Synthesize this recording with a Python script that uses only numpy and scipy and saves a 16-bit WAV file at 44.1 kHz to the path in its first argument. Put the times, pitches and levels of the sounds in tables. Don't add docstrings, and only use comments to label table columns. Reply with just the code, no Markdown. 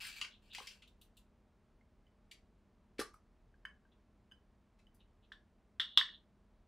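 import sys
import numpy as np
from scipy import signal
from scipy.fft import rfft, irfft
from scipy.io import wavfile

SR = 44100
rng = np.random.default_rng(int(sys.argv[2]) if len(sys.argv) > 2 else 0)


def dump(signal):
    limited = np.clip(np.atleast_2d(signal).T, -1, 1)
    pcm = np.round(limited * 32767).astype(np.int16)
    wavfile.write(sys.argv[1], SR, pcm)


N = 294407
POP_S = 2.9908

# (time [s], level [dB], brightness [dB per octave])
CRACKLES = [(0.044, -44, 1.5), (.068, -44, 11), (0.2127, -30, -2.5), (.245, -41.5, -5.5), (.548, -38.5, -1),
            (0.58, -42, -0.5), (.670, -40.5, 2.5), (0.82, -56.5, -0.5), (0.872, -67, 12),
            (1.012, -56.5, 16), (1.168, -58, 19), (2.3118, -48.5, 3.5), (2.982, -45, -3), (3.135, -65, 11),
            (4.786, -67, 2.5), (4.942, -61.5, 22)]
# (frequency [Hz], level [dB])
CRACKLE_COLOUR = [(300, -34), (700, -32), (1300, -10.5), (1650, -6), (2100, 3.5), (3000, 1.5), (3600, -3.5),
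                  (4600, -0.5), (6800, -12.5), (10000, -15), (15500, -34)]
# (time [s], pitch [Hz], level [dB], wall ring relative to that level [dB])
KNOCKS = [(0.584, 860, -42.5, -35), (0.602, 1120, -45.5, -34), (0.608, 442, -52.5, -35),
          (1.81, 2110, -68, -25), (2.067, 2020, -80, 7.5), (3.141, 1240, -52, -40),
          (3.541, 1640, -65.5, -26), (3.6514, 1686, -35.5, -14), (3.654, 2165, -48, -5.5),
          (3.851, 1583, -68.5, -19), (4.3131, 1598, -67, 6), (4.319, 1625, -59, 4), (4.868, 2005, -80, 14),
          (5.3184, 1705, -42.5, -18.5), (5.798, 1840, -32, -5), (5.974, 1145, -27.5, -20.5),
          (6.0116, 1800, -26, -20), (6.089, 1830, -46.5, -23)]
# (frequency [Hz], level [dB], t60 [s])
FIGURE_MODES = [(1460, -23, 0.011), (1970, -21.5, 0.0038), (3126, -33, 0.074), (3065, -11, 0.0098),
                (3380, -33.5, .2), (3388, -0.5, 0.0022), (3460, -29, 0.1), (3720, -30.5, 0.07),
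                (4200, -22, 0.011), (4570, -34.5, .14), (5340, -27, 0.0047), (7780, -38.5, 0.0075),
                (12500, -50, .006)]


def amp(db):
    return 10 ** (np.asarray(db) / 20)


def unit(x):
    return x / np.sqrt(np.mean(x ** 2) + 1e-20)


def read(points, hz):
    f, value = np.transpose(points)
    return np.interp(np.log(hz + 1), np.log(f + 1), value)


def add(mix, s, sound):
    part = mix[max(round(s * SR), 0):][:len(sound)]
    part += sound[:len(part)]


def octaves(hz):
    return np.log2(np.maximum(hz, 500) / 3500)


def shortened(db, at_db, halving_db):
    return 2 ** ((at_db - db) / halving_db)


def snap(colour, bright=0, ripple_db=0, size=2048, count=70):
    hz = abs(np.fft.fftfreq(size, 1 / SR))
    ripple = np.interp(hz, np.linspace(0, SR / 2, count), rng.standard_normal(count))
    log_gain = np.log(amp(read(colour, hz) + bright * octaves(hz) + ripple_db * ripple))
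    click = np.fft.ifft(np.exp(np.conj(signal.hilbert(log_gain)))).real
    return click / np.linalg.norm(click)


def ring(modes, swell_s, bright=0, size=10000):
    t = np.arange(size) / SR
    out = 0
    swell = np.sin(np.pi / 2 * np.minimum(t / swell_s, 1)) ** 2
    age = np.hypot(np.maximum(t - swell_s, 0), swell_s / 2) - swell_s / 2
    for hz, db, t60 in modes:
        level = amp(db + bright * octaves(hz) - 60 * age / t60)
        out = out + level * np.sin(2 * np.pi * hz * t)
    return swell * out


def slips(count, per_s, spread_db):
    chance, size, sign = rng.random((3, count))
    size = np.minimum(-np.log(1 - size), 4)
    return (chance < per_s / SR) * amp(spread_db * size) * np.sign(sign - .5)


def bursts(rows, colour, per_s, spread_db):
    rise, rise_per_s = 0.087, 12
    out = np.zeros(N)
    for s, db, length, bright in rows:
        count = max(int(length * SR), 8)
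        train = (slips(4096, per_s, spread_db) + .15 * rng.standard_normal(4096))[:count]
        peak_at = np.clip(rise + rise_per_s * length, .01, .9)
        train = train * np.interp(np.linspace(0, 1, len(train)), [0, peak_at, 1], [0, 1, .2])
        sound = signal.fftconvolve(train, snap(colour, bright, ripple_db=3))
        packed = sound / np.linalg.norm(sound) * np.sqrt(SR / 1000)
        add(out, s, amp(db) * packed)
    return out


def background(side=0.11):
    # (frequency [Hz], level [dB])
    floor = [(18, -31.5), (30, 4), (107, -9), (150, -14.5), (195, -10.5), (260, -16), (415, -18),
             (567, -24.5), (612, -19.5), (698, -24), (1060, -25.5), (1370, -29.5), (10700, -51.5),
             (12200, -61.5), (15000, -53.5)]
    # (frequency [Hz], rms level [dB])
    hum = [(49, -80.5), (205, -82), (238, -83.5), (604, -91.5)]
    floor_db = -68.5
    hz = np.fft.rfftfreq(N, 1 / SR)
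    t = np.arange(N) / SR
    spectrum = rfft(rng.standard_normal((2, N))) * amp(read(floor, hz))
    mid, wide = amp(floor_db) * unit(irfft(spectrum, N))
    mid = mid + sum(np.sqrt(2) * amp(db) * np.sin(2 * np.pi * (f * t + rng.random())) for f, db in hum)
    return np.array([mid + side * wide, mid - side * wide])


def stroke(age, length, db):
    rise_s, sag_db_per_s, release_db_per_s = 0.007, 39.5, 217
    sag_db = sag_db_per_s * np.maximum(age, 0)
    release_db = release_db_per_s * np.maximum(age - length, 0)
    return np.clip(age / rise_s, 0, 1) * amp(db - (sag_db + release_db))


def rubbing(per_s, spread_db, gain_db, count=6):
    # (frequency [Hz], level [dB])
    rub_colour = [(350, -51), (600, -32.5), (678, -22.5), (1390, -8), (1640, -1), (2130, -12), (2280, 0),
                  (2790, 2.5), (3070, -6), (5080, -3.5), (5510, -13), (8870, -14), (15500, -23)]
    # (time [s], length [s], level before gain_db [dB])
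    strokes = [(0.0, .2, -47.5), (0.418, 0.12, -73.5), (0.529, 0.19, -55)]
    t = np.arange(N) / SR
    grain = 0
    pressure = sum(stroke(t - s, length, db) for s, length, db in strokes)
    steps = np.arange(0, t[-1], .02)
    touch = np.array([np.interp(t, steps, rng.random(len(steps)) ** 3) for _ in range(count)])
    for share in touch / np.linalg.norm(touch, axis=0):
        facet = snap(rub_colour, ripple_db=4.5)
        grain = grain + signal.oaconvolve(share * slips(N, per_s / count, spread_db), facet)[:N]
    return amp(gain_db) * pressure * unit(grain)


def crackling():
    length_s, at_db, halving_db = 0.0092, -39.5, 27
    rows = []
    for s, db, bright in CRACKLES:
        rows.append((s, db, length_s * shortened(db, at_db, halving_db), bright))
    return bursts(rows, CRACKLE_COLOUR, per_s=1600, spread_db=3.0)


def soft_rasps(per_s=3000, spread_db=3.5):
    # (time [s], level [dB], length [s])
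    rasps = [(0.289, -67, 0.085), (0.495, -58, 0.094), (.818, -65, 0.027), (2.311, -59, .011),
             (3.914, -77, 0.022), (4.993, -73.5, 0.032), (5.22, -79, 0.047)]
    centre_hz, width_hz = 3296, 1390
    touch_db, touch_s = -65, 0.015
    out = np.zeros(N)
    edges = [centre_hz - width_hz / 2, centre_hz + width_hz / 2]
    band = signal.butter(5, edges, "band", fs=SR, output="sos")
    touches = [(s, touch_db, touch_s) for s, _, _ in CRACKLES if s < POP_S]
    for s, db, length in rasps + touches:
        rasp = signal.sosfilt(band, slips(SR // 2, per_s, spread_db))[:int(length * SR)]
        add(out, s, amp(db) * unit(rasp) * np.sin(np.linspace(0, np.pi, len(rasp))))
    return out


def capsule(flex_swell_s=0.0014, wall_swell_s=0.0014):
    # (frequency [Hz], level [dB], t60 [s])
    wall = [(2473, -20.5, 0.0092), (3015, 2, 0.034), (4937, -25.5, 0.061), (6450, -20.5, 0.013),
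            (8510, -24, 0.034), (10000, -26.5, 0.016), (11430, -27, 0.016), (13140, -30.5, .02)]
    ring_s, at_db, halving_db = 0.016, -42, 22
    under_ratio, under_db = 0.635, -15.5
    out = np.zeros(N)
    for s, hz, db, wall_db in KNOCKS:
        t60 = ring_s * shortened(db, at_db, halving_db)
        low = ring([(hz, 0, t60), (under_ratio * hz, under_db, t60)], flex_swell_s)
        add(out, s, amp(db) * (low + amp(wall_db) * ring(wall, wall_swell_s)))
    return out


def grit():
    relative_db, length_s, db_per_octave = -15.5, 0.0053, -7.5
    rows = [(s, db + relative_db, length_s, db_per_octave) for s, _, db, _ in KNOCKS]
    return bursts(rows, CRACKLE_COLOUR, per_s=2300, spread_db=4.0)


def pop():
    # (frequency [Hz], level [dB], t60 [s])
    thump = [(185, -48, 0.019), (366, -29.5, 0.017), (430, -41.5, 0.13)]
    # (frequency [Hz], level [dB], t60 [s])
    open_cup = [(844, -56.5, 0.035), (1176, -39.5, .028)]
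    pop_swell_s, pop_top_hz = 0.0023, 580
    open_delay_s, open_swell_s = .02, 0.0078
    out = np.zeros(N)
    low_pass = signal.butter(4, pop_top_hz, fs=SR, output="sos")
    add(out, POP_S, signal.sosfilt(low_pass, ring(thump, pop_swell_s)))
    add(out, POP_S + open_delay_s, ring(open_cup, open_swell_s))
    return out


def lid_scrape():
    # (time [s], level [dB], length [s], brightness [dB per octave])
    lid_slips = [(2.9919, -37, 0.0042, -5.5), (2.9962, -31, 0.011, -2.5), (3.006, -37, 0.02, -4)]
    # (frequency [Hz], level [dB])
    lid_colour = [(150, -14.5), (400, -13.5), (600, -13), (900, -12.5), (1250, -3), (2100, -5.5),
                  (3200, -7), (5000, -2), (7000, -9), (10000, -2.5), (13000, -11), (15500, -21)]
    return bursts(lid_slips, lid_colour, per_s=1500, spread_db=0.5)


def figure(crack_db=-27, crack_t60=0.053):
    # (time [s], level [dB], brightness [dB per octave])
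    clacks = [(5.3224, -43, 4.5), (5.7976, -22.5, -4), (5.802, -21, 1), (5.8139, -25.5, 1.5),
              (5.8315, -38, -2.5), (5.9742, -6, 2.5)]
    # (frequency [Hz], level [dB])
    colour = [(450, -44.0), (700, -21.0), (1050, 5.0), (2400, 3.0), (4500, 0.0), (6600, -9.0),
              (8000, -16.5), (10000, -19), (13000, -23.5), (15000, -37.0)]
    out = np.zeros(N)
    t = np.arange(SR // 40) / SR
    for s, db, bright in clacks:
        noise = rng.standard_normal(len(t)) * amp(-60 * t / crack_t60)
        crack = signal.fftconvolve(noise, snap(colour, bright))
        add(out, s, amp(db) * ring(FIGURE_MODES, swell_s=0.0013, bright=bright))
        add(out, s, amp(db + crack_db) * crack)
    return signal.sosfilt(signal.butter(3, 850, "high", fs=SR, output="sos"), out)


def grainy_ring(per_s=1200, spread_db=3):
    # (time [s], level at the start of the fade [dB], length [s])
    stretches = [(5.8, -55, 0.23), (5.989, -52.5, 0.18)]
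    fade_db_per_s, edge_s = 47, .02
    low_hz, high_hz = 2750, 4380
    out = np.zeros(N)
    modes = ring(FIGURE_MODES, swell_s=0.0012)
    band = signal.butter(5, [low_hz, high_hz], "band", fs=SR, output="sos")
    for s, db, length in stretches:
        t = np.arange(int(length * SR)) / SR
        ringing = signal.fftconvolve(slips(SR // 2, per_s, spread_db), modes)
        grain = signal.sosfilt(band, ringing)[:len(t)]
        edges = np.minimum(np.minimum(t, length - t) / edge_s, 1)
        level = edges * amp(db - fade_db_per_s * t)
        add(out, s, level * unit(grain))
    return out


def room(x, wet_db, left_db, side=1., build_s=0.0026):
    # (delay [s], gain [ratio])
    echoes = [(.0038, 0.31), (.0052, 0.088), (.0076, 0.075), (0.01, 0.12), (0.014, -0.067), (0.0158, 0.078)]
    # (frequency [Hz], t60 [s])
    decay = [(200, 0.18), (1000, 0.25), (2000, 0.22), (3500, 0.19), (6000, 0.23), (12000, 0.15)]
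    # (frequency [Hz], side-to-mid [ratio])
    spread = [(200, .15), (600, 0.38), (1500, .25), (3000, 0.7), (5000, 0.44), (8000, 0.85), (14000, 0.51)]
    count = SR // 2
    t = np.arange(count) / SR
    taps = rng.choice([-1., 1.], (2, count)) * (rng.random((2, count)) < 1 / 8)
    hz, age, z = signal.stft(taps, SR, nperseg=256)
    decayed = z * amp(-60 * age / read(decay, hz)[:, None])
    tail = signal.istft(decayed, SR, nperseg=256)[1][:, :count]
    tail = tail * (1 - np.exp(-(t / build_s) ** 2))
    mid, wide = amp(wet_db) * tail / np.linalg.norm(tail, axis=1, keepdims=True)
    wide = side * irfft(rfft(wide) * read(spread, np.fft.rfftfreq(count, 1 / SR)), count)
    mid[0] += 1
    for delay, gain in echoes:
        add(mid, delay, gain * np.array([1, 2, 1]) / 4)
    pair = np.array([mid + wide, mid - wide]) * amp([[left_db / 2], [-left_db / 2]])
    end_fade = np.minimum(1, 10 * (1 - t / t[-1]))
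    return signal.oaconvolve(x[None], pair * end_fade, axes=1)[:, :N]


def scene():
    wrapping = rubbing(per_s=2300, spread_db=2.5, gain_db=-4.0) + crackling()
    shell = lid_scrape() + soft_rasps()
    cup = capsule() + pop() + grit()
    rim = figure() + grainy_ring()
    return (background()
            + room(wrapping, wet_db=-1.0, left_db=1.76, side=.85)
            + room(shell, wet_db=-4.5, left_db=0.3, side=0.8)
            + room(cup, wet_db=-7.0, left_db=0.3, side=.8)
            + room(rim, wet_db=-4.5, left_db=0.0, side=0.6))


def record(dry, low_hz=32, edge_hz=15750):
    dry = signal.sosfilt(signal.butter(2, low_hz, "high", fs=SR, output="sos"), dry)
    low_pass = signal.firwin(511, edge_hz, window=("kaiser", 9), fs=SR)
    return signal.oaconvolve(dry, low_pass[None], "same")


dry = scene()
out = record(dry)
dump(out)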